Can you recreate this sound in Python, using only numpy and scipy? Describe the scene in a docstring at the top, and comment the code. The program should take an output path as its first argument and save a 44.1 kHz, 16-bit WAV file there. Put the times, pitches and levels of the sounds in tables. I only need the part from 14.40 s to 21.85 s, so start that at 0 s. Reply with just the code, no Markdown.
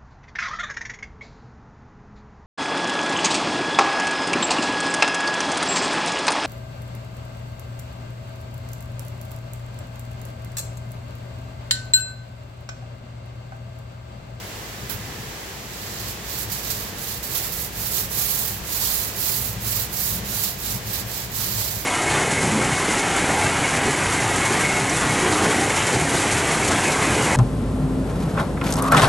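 """One wet dab of a paint roller on a wall, then short hesitant pushes that open into long strokes.
Threads of tacky paint snap behind the sleeve in a dense sizzle, close on the right, with a few sharper
cracks from thick threads. Underneath, the nap rubs and the wall drums softly.
The bare room answers the roller and has a steady low rush of its own."""
import sys
import numpy as np
from scipy import signal
from scipy.fft import rfft, irfft, next_fast_len
from scipy.io import wavfile
from scipy.ndimage import map_coordinates

SR = 44100
rng = np.random.default_rng(int(sys.argv[2]) if len(sys.argv) > 2 else 0)


def transcribe(signal):
    """Save signal, clipped to [-1, 1], as a 16-bit WAV file at the path in sys.argv[1]."""
    frames = np.atleast_2d(signal).T
    limited = np.clip(frames, -1, 1)
    pcm = np.round(limited * 32767).astype(np.int16)
    wavfile.write(sys.argv[1], SR, pcm)


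N = 328545

# arm swings: (start [s], speeding up [s], slowing down [s], relative level [dB], nap rub trim [dB])
STROKES = [(1.21, .47, .09, -40.5, 1.5), (1.822, 0.12, 0.16, -35, -3), (2.074, 0.06, 0.12, -33.5, -3),
           (2.213, 0.077, 0.25, -32.5, -3), (2.53, 0.18, 0.11, -33, -5), (2.795, 0.23, 0.11, -29.5, -5),
           (3.092, 0.12, 0.092, -29.5, -9), (3.301, 0.24, 0.15, -27, -7), (3.675, 0.16, 0.39, -24.5, -8),
           (4.215, 0.29, 0.25, -25, -6), (4.722, 0.16, 0.3, -24.5, -8), (5.176, 0.19, 0.12, -26, -7),
           (5.48, .17, 0.17, -25, -8.2), (5.82, 0.19, 0.16, -27, -6), (6.155, 0.14, .11, -29, -5),
           (6.42, 0.16, .062, -31, -4), (6.641, 0.13, .12, -32.5, -3), (6.888, 0.14, 0.14, -27.5, -5.5),
           (7.09, 0.11, 0.31, -29, -4.5)]
# wet patches of the sleeve that stick and peel off: (start [s], hold [s], relative level [dB])
WET_PATCHES = [(1.598, .008, -43), (1.68, .03, -41), (1.976, 0.058, -38.5), (2.116, .012, -33.5),
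               (2.301, .011, -30.5), (2.828, 0.023, -35.5), (2.945, 0.037, -33.5), (3.12, .019, -34.5),
               (3.534, 0.081, -36.5), (3.88, .075, -40), (4.43, 0.022, -37.5), (6.034, 0.0073, -33.5),
               (6.528, 0.016, -38)]
# thick threads of paint letting go: (time [s], relative level [dB])
THICK_THREADS = [(1.566, -20.5), (1.663, -21), (2.126, -13.5), (3.914, -15), (6.039, -15), (6.047, -3),
                 (6.535, -7)]
# tone of the tearing paint, the rubbing nap and the opening dab: (frequency [Hz], relative level [dB])
SIZZLE_EQ = [(1500, -51), (4000, -15.5), (7400, -4), (8600, -7.5), (10000, -3.5), (12300, 2), (15000, 2.7),
             (16000, -2.5)]
NAP_EQ = [(300, -23), (900, -2.5), (1500, -7.5), (2500, -6.5), (3300, -3.5), (4300, 1.5), (6000, -1),
          (7900, -1), (8700, -14.5), (12000, -10)]
SQUELCH_EQ = [(400, -5), (1000, -10), (1600, -2), (2600, -8), (4000, -7), (7500, -8.5), (8700, -10),
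              (10500, -9), (11800, 2.5), (13500, -6), (15800, 1)]
# the roller's travel, ahead of PAN_DEPTH: (time [s], left minus right [dB])
ROLLER_PAN = [(1.3, -11), (2.0, -13.5), (4.2, -12.5), (6.4, -12), (7.45, -14)]
# how strongly each band follows that pan: (frequency [Hz], depth [factor])
PAN_DEPTH = [(500, 0), (2000, 0.00081), (4200, 0.51), (7000, 0.45), (8000, 0.22), (9000, .55),
             (10500, 0.84), (12300, 1.2), (15800, 1.2)]
# drumming from pressure on the wall: (time [s], relative level [dB])
WALL_PRESSURE = [(0, -35.5), (0.35, -42), (0.55, -30.5), (1.3, -41), (1.68, -32.5), (1.85, -40),
                 (2.02, -33), (2.2, -38.5), (2.35, -33), (2.85, -38), (3.85, -36.5), (4.7, -40), (5, -32.5),
                 (5.38, -29.5), (5.58, -37.5), (5.77, -28), (6.1, -37), (6.33, -30), (6.85, -37),
                 (7.15, -28.5), (7.44, -35)]
# modes of the wall panel: (frequency [Hz], width [Hz], relative level [dB])
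WALL_MODES = [(57.7, 14, -5), (88, 29, -9), (106.3, 14.7, 2), (144, 53, -12), (169, 20, -12),
              (202, 36, -10.5), (440, 44, -25)]
# the bare room's tail: (frequency [Hz], time to fall 60 dB [s])
ROOM_DECAY = [(200, .5), (2000, 0.45), (8000, 0.071), (15000, .14)]
# tone of the room's rush and rumble: (frequency [Hz], relative level [dB])
RUSH_EQ = [(120, -20), (200, -5), (280, -7), (420, -3.5), (530, -6.5), (700, -6.5), (1400, -10.5),
           (2400, -10.5), (4000, -13), (7700, -15), (8700, -22), (10200, -22.5), (12400, -19.5),
           (15800, -20.5)]
RUMBLE_EQ = [(20, -36), (32, -16), (45, -2.5), (57, 0), (72, 0), (110, -10), (155, -5.5), (200, -6),
             (260, -39), (500, -30.5)]
# balance of the rush: (frequency [Hz], left minus right [dB])
RUSH_PAN = [(200, 1.5), (700, 0.5), (1200, 2), (2400, -1.5), (4400, -3.5), (7500, -1), (9500, -5),
            (15000, -42)]
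# stereo likeness of the rush: (frequency [Hz], left-right correlation [-1 to 1])
RUSH_LIKENESS = [(150, 0.44), (350, 0.85), (700, 0.47), (1300, 0.056), (3000, 0.2), (10000, -0.24)]
# hollow resonances in the rush: (frequency [Hz], width [Hz], lift [dB])
WHIRR_PEAKS = [(1635, 83, 3.5), (1802, 42, 4.5), (1990, 57, 5)]
# slow swell of the rumble: (time [s], level [dB])
RUMBLE_SWELL = [(0, -45), (2.4, -42), (3.5, -37), (4.3, -39), (7.45, -41)]


def roller(tack=1.25, tear_growth=1.3, thread_density=14000, spread_db=4.5, sizzle_db=4, nap_db=3):
    """The nap rubs in step with speed; the paint tears ever more densely until the sizzle levels off."""
    rolling = rubbing = 0
    for start, speeding, slowing, db, rub_db in STROKES:
        speed = arm_swing(start, speeding, slowing)
        rolling += amp(db) * np.tanh(tack * speed ** tear_growth)
        rubbing += amp(db + rub_db) * speed
    coat = amp(1.1 * wobble(per_second=90) + 0.24 * wobble(per_second=14))  # uneven paint: flutter
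    patches = sticking(WET_PATCHES)
    peeling = rolling * coat + patches
    peel_rate = peeling / np.max(rolling)
    tearing = pops(thread_density * (peel_rate + 0.058), spread_db)
    sizzle = amp(sizzle_db) * peeling * unit(coloured(tearing, SIZZLE_EQ))
    fibres = pops(thread_density * (peel_rate + 0.3), spread_db)
    friction = rubbing * coat * amp(0.6 * wobble(per_second=14)) + patches * amp(-6.5)
    nap = amp(nap_db) * friction * unit(coloured(fibres, NAP_EQ))
    return sizzle + nap + thread_snaps()


def arm_swing(start, speeding, slowing):
    """Speed of one swing, 0-1: a quarter sine up from rest and another back down to the turn."""
    ramp = np.interp(np.arange(N) / SR - start, [0, speeding, speeding + slowing], [0, 1, 0])
    return np.sin(np.pi / 2 * ramp)


def sticking(patches, rise_s=0.0013, fall_s=0.0072):
    """Envelope of brief touches: the sleeve sticks, holds and peels off."""
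    t = np.arange(N) / SR
    envelope = np.zeros(N)
    for start, hold, db in patches:
        attack = np.clip((t - start) / rise_s, 0, 1)
        release = np.exp(-np.maximum(t - start - hold, 0) / fall_s)
        envelope += amp(db) * attack * release
    return envelope


def thread_snaps(decay_s=0.0004, trim_db=-5.02):
    """Each thick thread of paint lets go with one very short, bright crack."""
    cracks = np.zeros(N)
    t = np.arange(SR // 100) / SR
    for start, db in THICK_THREADS:
        burst = rng.standard_normal(len(t)) * np.exp(-t / decay_s)
        cracks[round(start * SR):][:len(t)] += amp(db + trim_db) * burst
    return coloured(cracks, SIZZLE_EQ)


def first_dab(start_s=0.492, hold_s=0.047, level_db=-21, fade_db=7):
    """A short wet squelch, full in the mids and far right, that weakens as the sleeve settles."""
    settling = amp(-fade_db * np.clip((np.arange(N) / SR - start_s) / hold_s, 0, 1))
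    pressing = sticking([(start_s, hold_s, level_db)], rise_s=0.0062, fall_s=0.017) * settling
    squelch = pressing * unit(coloured(pops(per_second=27000, spread_db=4), SQUELCH_EQ))
    return pan(-17) * close_on_right(squelch)


def wall_drum(trim_db=-3):
    """The turning sleeve shakes the low modes of the wall, a little to the left."""
    def panel(hz):
        return sum((-1) ** k * amp(db) * 1j * hz * width / (centre ** 2 - hz ** 2 + 1j * hz * width)
                   for k, (centre, width, db) in enumerate(WALL_MODES))
    soft_contact = [(20, -25), (50, 1.5), (450, 0.5), (1200, -5)]  # (frequency [Hz], gain [dB])
    drum = unit(coloured(filtered(rng.standard_normal(N), panel), soft_contact))
    return pan(3) * amp(automation(WALL_PRESSURE) + trim_db) * drum


def travelling(stereo):
    """The left side is shaded in the treble, more or less as the roller travels."""
    hz, t, bands = signal.stft(stereo, SR, nperseg=256)
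    pan_db = at_pitch(PAN_DEPTH, hz)[:, None] * np.interp(t, *np.transpose(ROLLER_PAN))
    return signal.istft(bands * pan(pan_db).reshape(bands.shape), SR, nperseg=256)[1][:, :N]


def close_on_right(x, direct_db=5):
    """The right side gets the direct sound over the reverb; the left hears only the room."""
    left, right = room_reverb(x)
    direct = amp(direct_db)
    return np.array([left, (right + direct * x) / np.hypot(1, direct)])


def room_reverb(x, early_s=0.0072, tail_db=-5):
    """Each band's energy scatters off the near wall, then dies in a diffuse tail, treble first."""
    hz, t, bands = signal.stft(x, SR, nperseg=128)
    delay = t[t < 0.5]
    early = np.exp(-delay / early_s)
    tail = amp(-60 * delay / at_pitch(ROOM_DECAY, hz)[:, None]) ** 2
    decay = early / early.sum() + amp(tail_db) ** 2 * tail / tail.sum(axis=1, keepdims=True)
    energy = np.abs(signal.fftconvolve(np.abs(bands) ** 2, decay, axes=1))[:, :len(t)]
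    scatter = signal.stft(rng.standard_normal((2, N)), nperseg=128)[2]
    reverb = signal.istft(scatter * np.sqrt(energy), nperseg=128)[1][:, :N]
    return unit(reverb) * np.std(x)


def room_rush(level_db=-35, drift_db=0.6):
    """A wide bed of air with a faint hollow whirr; its level wavers slightly."""
    def stereo_width(hz):
        angle = np.arccos(at_pitch(RUSH_LIKENESS, hz)) / 2
        return np.array([np.cos(angle), np.sin(angle)])

    def whirr_and_pan(hz):
        lift_db = sum(db / (1 + (2 * (hz - centre) / width) ** 2) for centre, width, db in WHIRR_PEAKS)
        return amp(lift_db) * pan(at_pitch(RUSH_PAN, hz))
    noise = coloured(rng.standard_normal((2, N)), RUSH_EQ)
    mid, side = filtered(noise, stereo_width)
    rush = unit(filtered(np.array([mid + side, mid - side]), whirr_and_pan))
    return amp(level_db + drift_db * wobble(per_second=4.65)) * rush


def room_rumble():
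    """A low mono rumble that swells slowly and leans left."""
    rumble = unit(coloured(rng.standard_normal(N), RUMBLE_EQ))
    return pan(4) * amp(automation(RUMBLE_SWELL)) * rumble


def pops(per_second, spread_db):
    """Random tiny ruptures of log-normal size; the power stays level whatever their rate."""
    chance = np.clip(per_second / SR, 1e-4, 1)
    hits = rng.random(N) < chance
    polarity = np.sign(rng.standard_normal(N))
    size = amp(spread_db * np.clip(rng.standard_normal(N), -2, 2))
    return unit(hits * polarity * size / np.sqrt(chance))


def wobble(per_second):
    """A smooth curve through evenly spaced random knots."""
    knots = rng.standard_normal(int(N * per_second / SR) + 4)
    return map_coordinates(knots, [np.arange(N) * per_second / SR])


def automation(points):
    """A (time [s], value) curve, drawn out to one value a sample."""
    return np.interp(np.arange(N) / SR, *np.transpose(points))


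def at_pitch(points, hz):
    """A (frequency [Hz], value) curve read on a log axis."""
    frequencies, values = np.transpose(points)
    return np.interp(np.log(hz + 1), np.log(frequencies), values)


def filtered(x, response):
    """x through a frequency response."""
    size = next_fast_len(N + SR // 2)
    return irfft(rfft(x, size) * response(np.fft.rfftfreq(size, 1 / SR)), size)[..., :N]


def coloured(x, eq):
    """x through a (frequency [Hz], gain [dB]) curve."""
    return filtered(x, lambda hz: amp(at_pitch(eq, hz)))


def pan(db):
    """Constant-power stereo gains for left minus right in dB."""
    pair = np.array([amp(db / 2), amp(-db / 2)]).reshape(2, -1)
    return pair / np.sqrt(np.mean(pair ** 2, axis=0))


def amp(db):
    """Decibels to gain."""
    return 10 ** (np.asarray(db) / 20)


def unit(x):
    """Scale to rms 1."""
    return x / np.sqrt(np.mean(x ** 2) + 1e-20)


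def scene():
    """Dab and strokes up front, the wall beneath them, room tone behind."""
    painting = first_dab() + travelling(close_on_right(roller()))
    return painting + wall_drum() + room_rush() + room_rumble()


def record(dry, top_hz=15900):
    """A brick-wall low-pass takes off the very top of the mix."""
    return filtered(dry, lambda hz: hz < top_hz)


dry = scene()
out = record(dry)
transcribe(out)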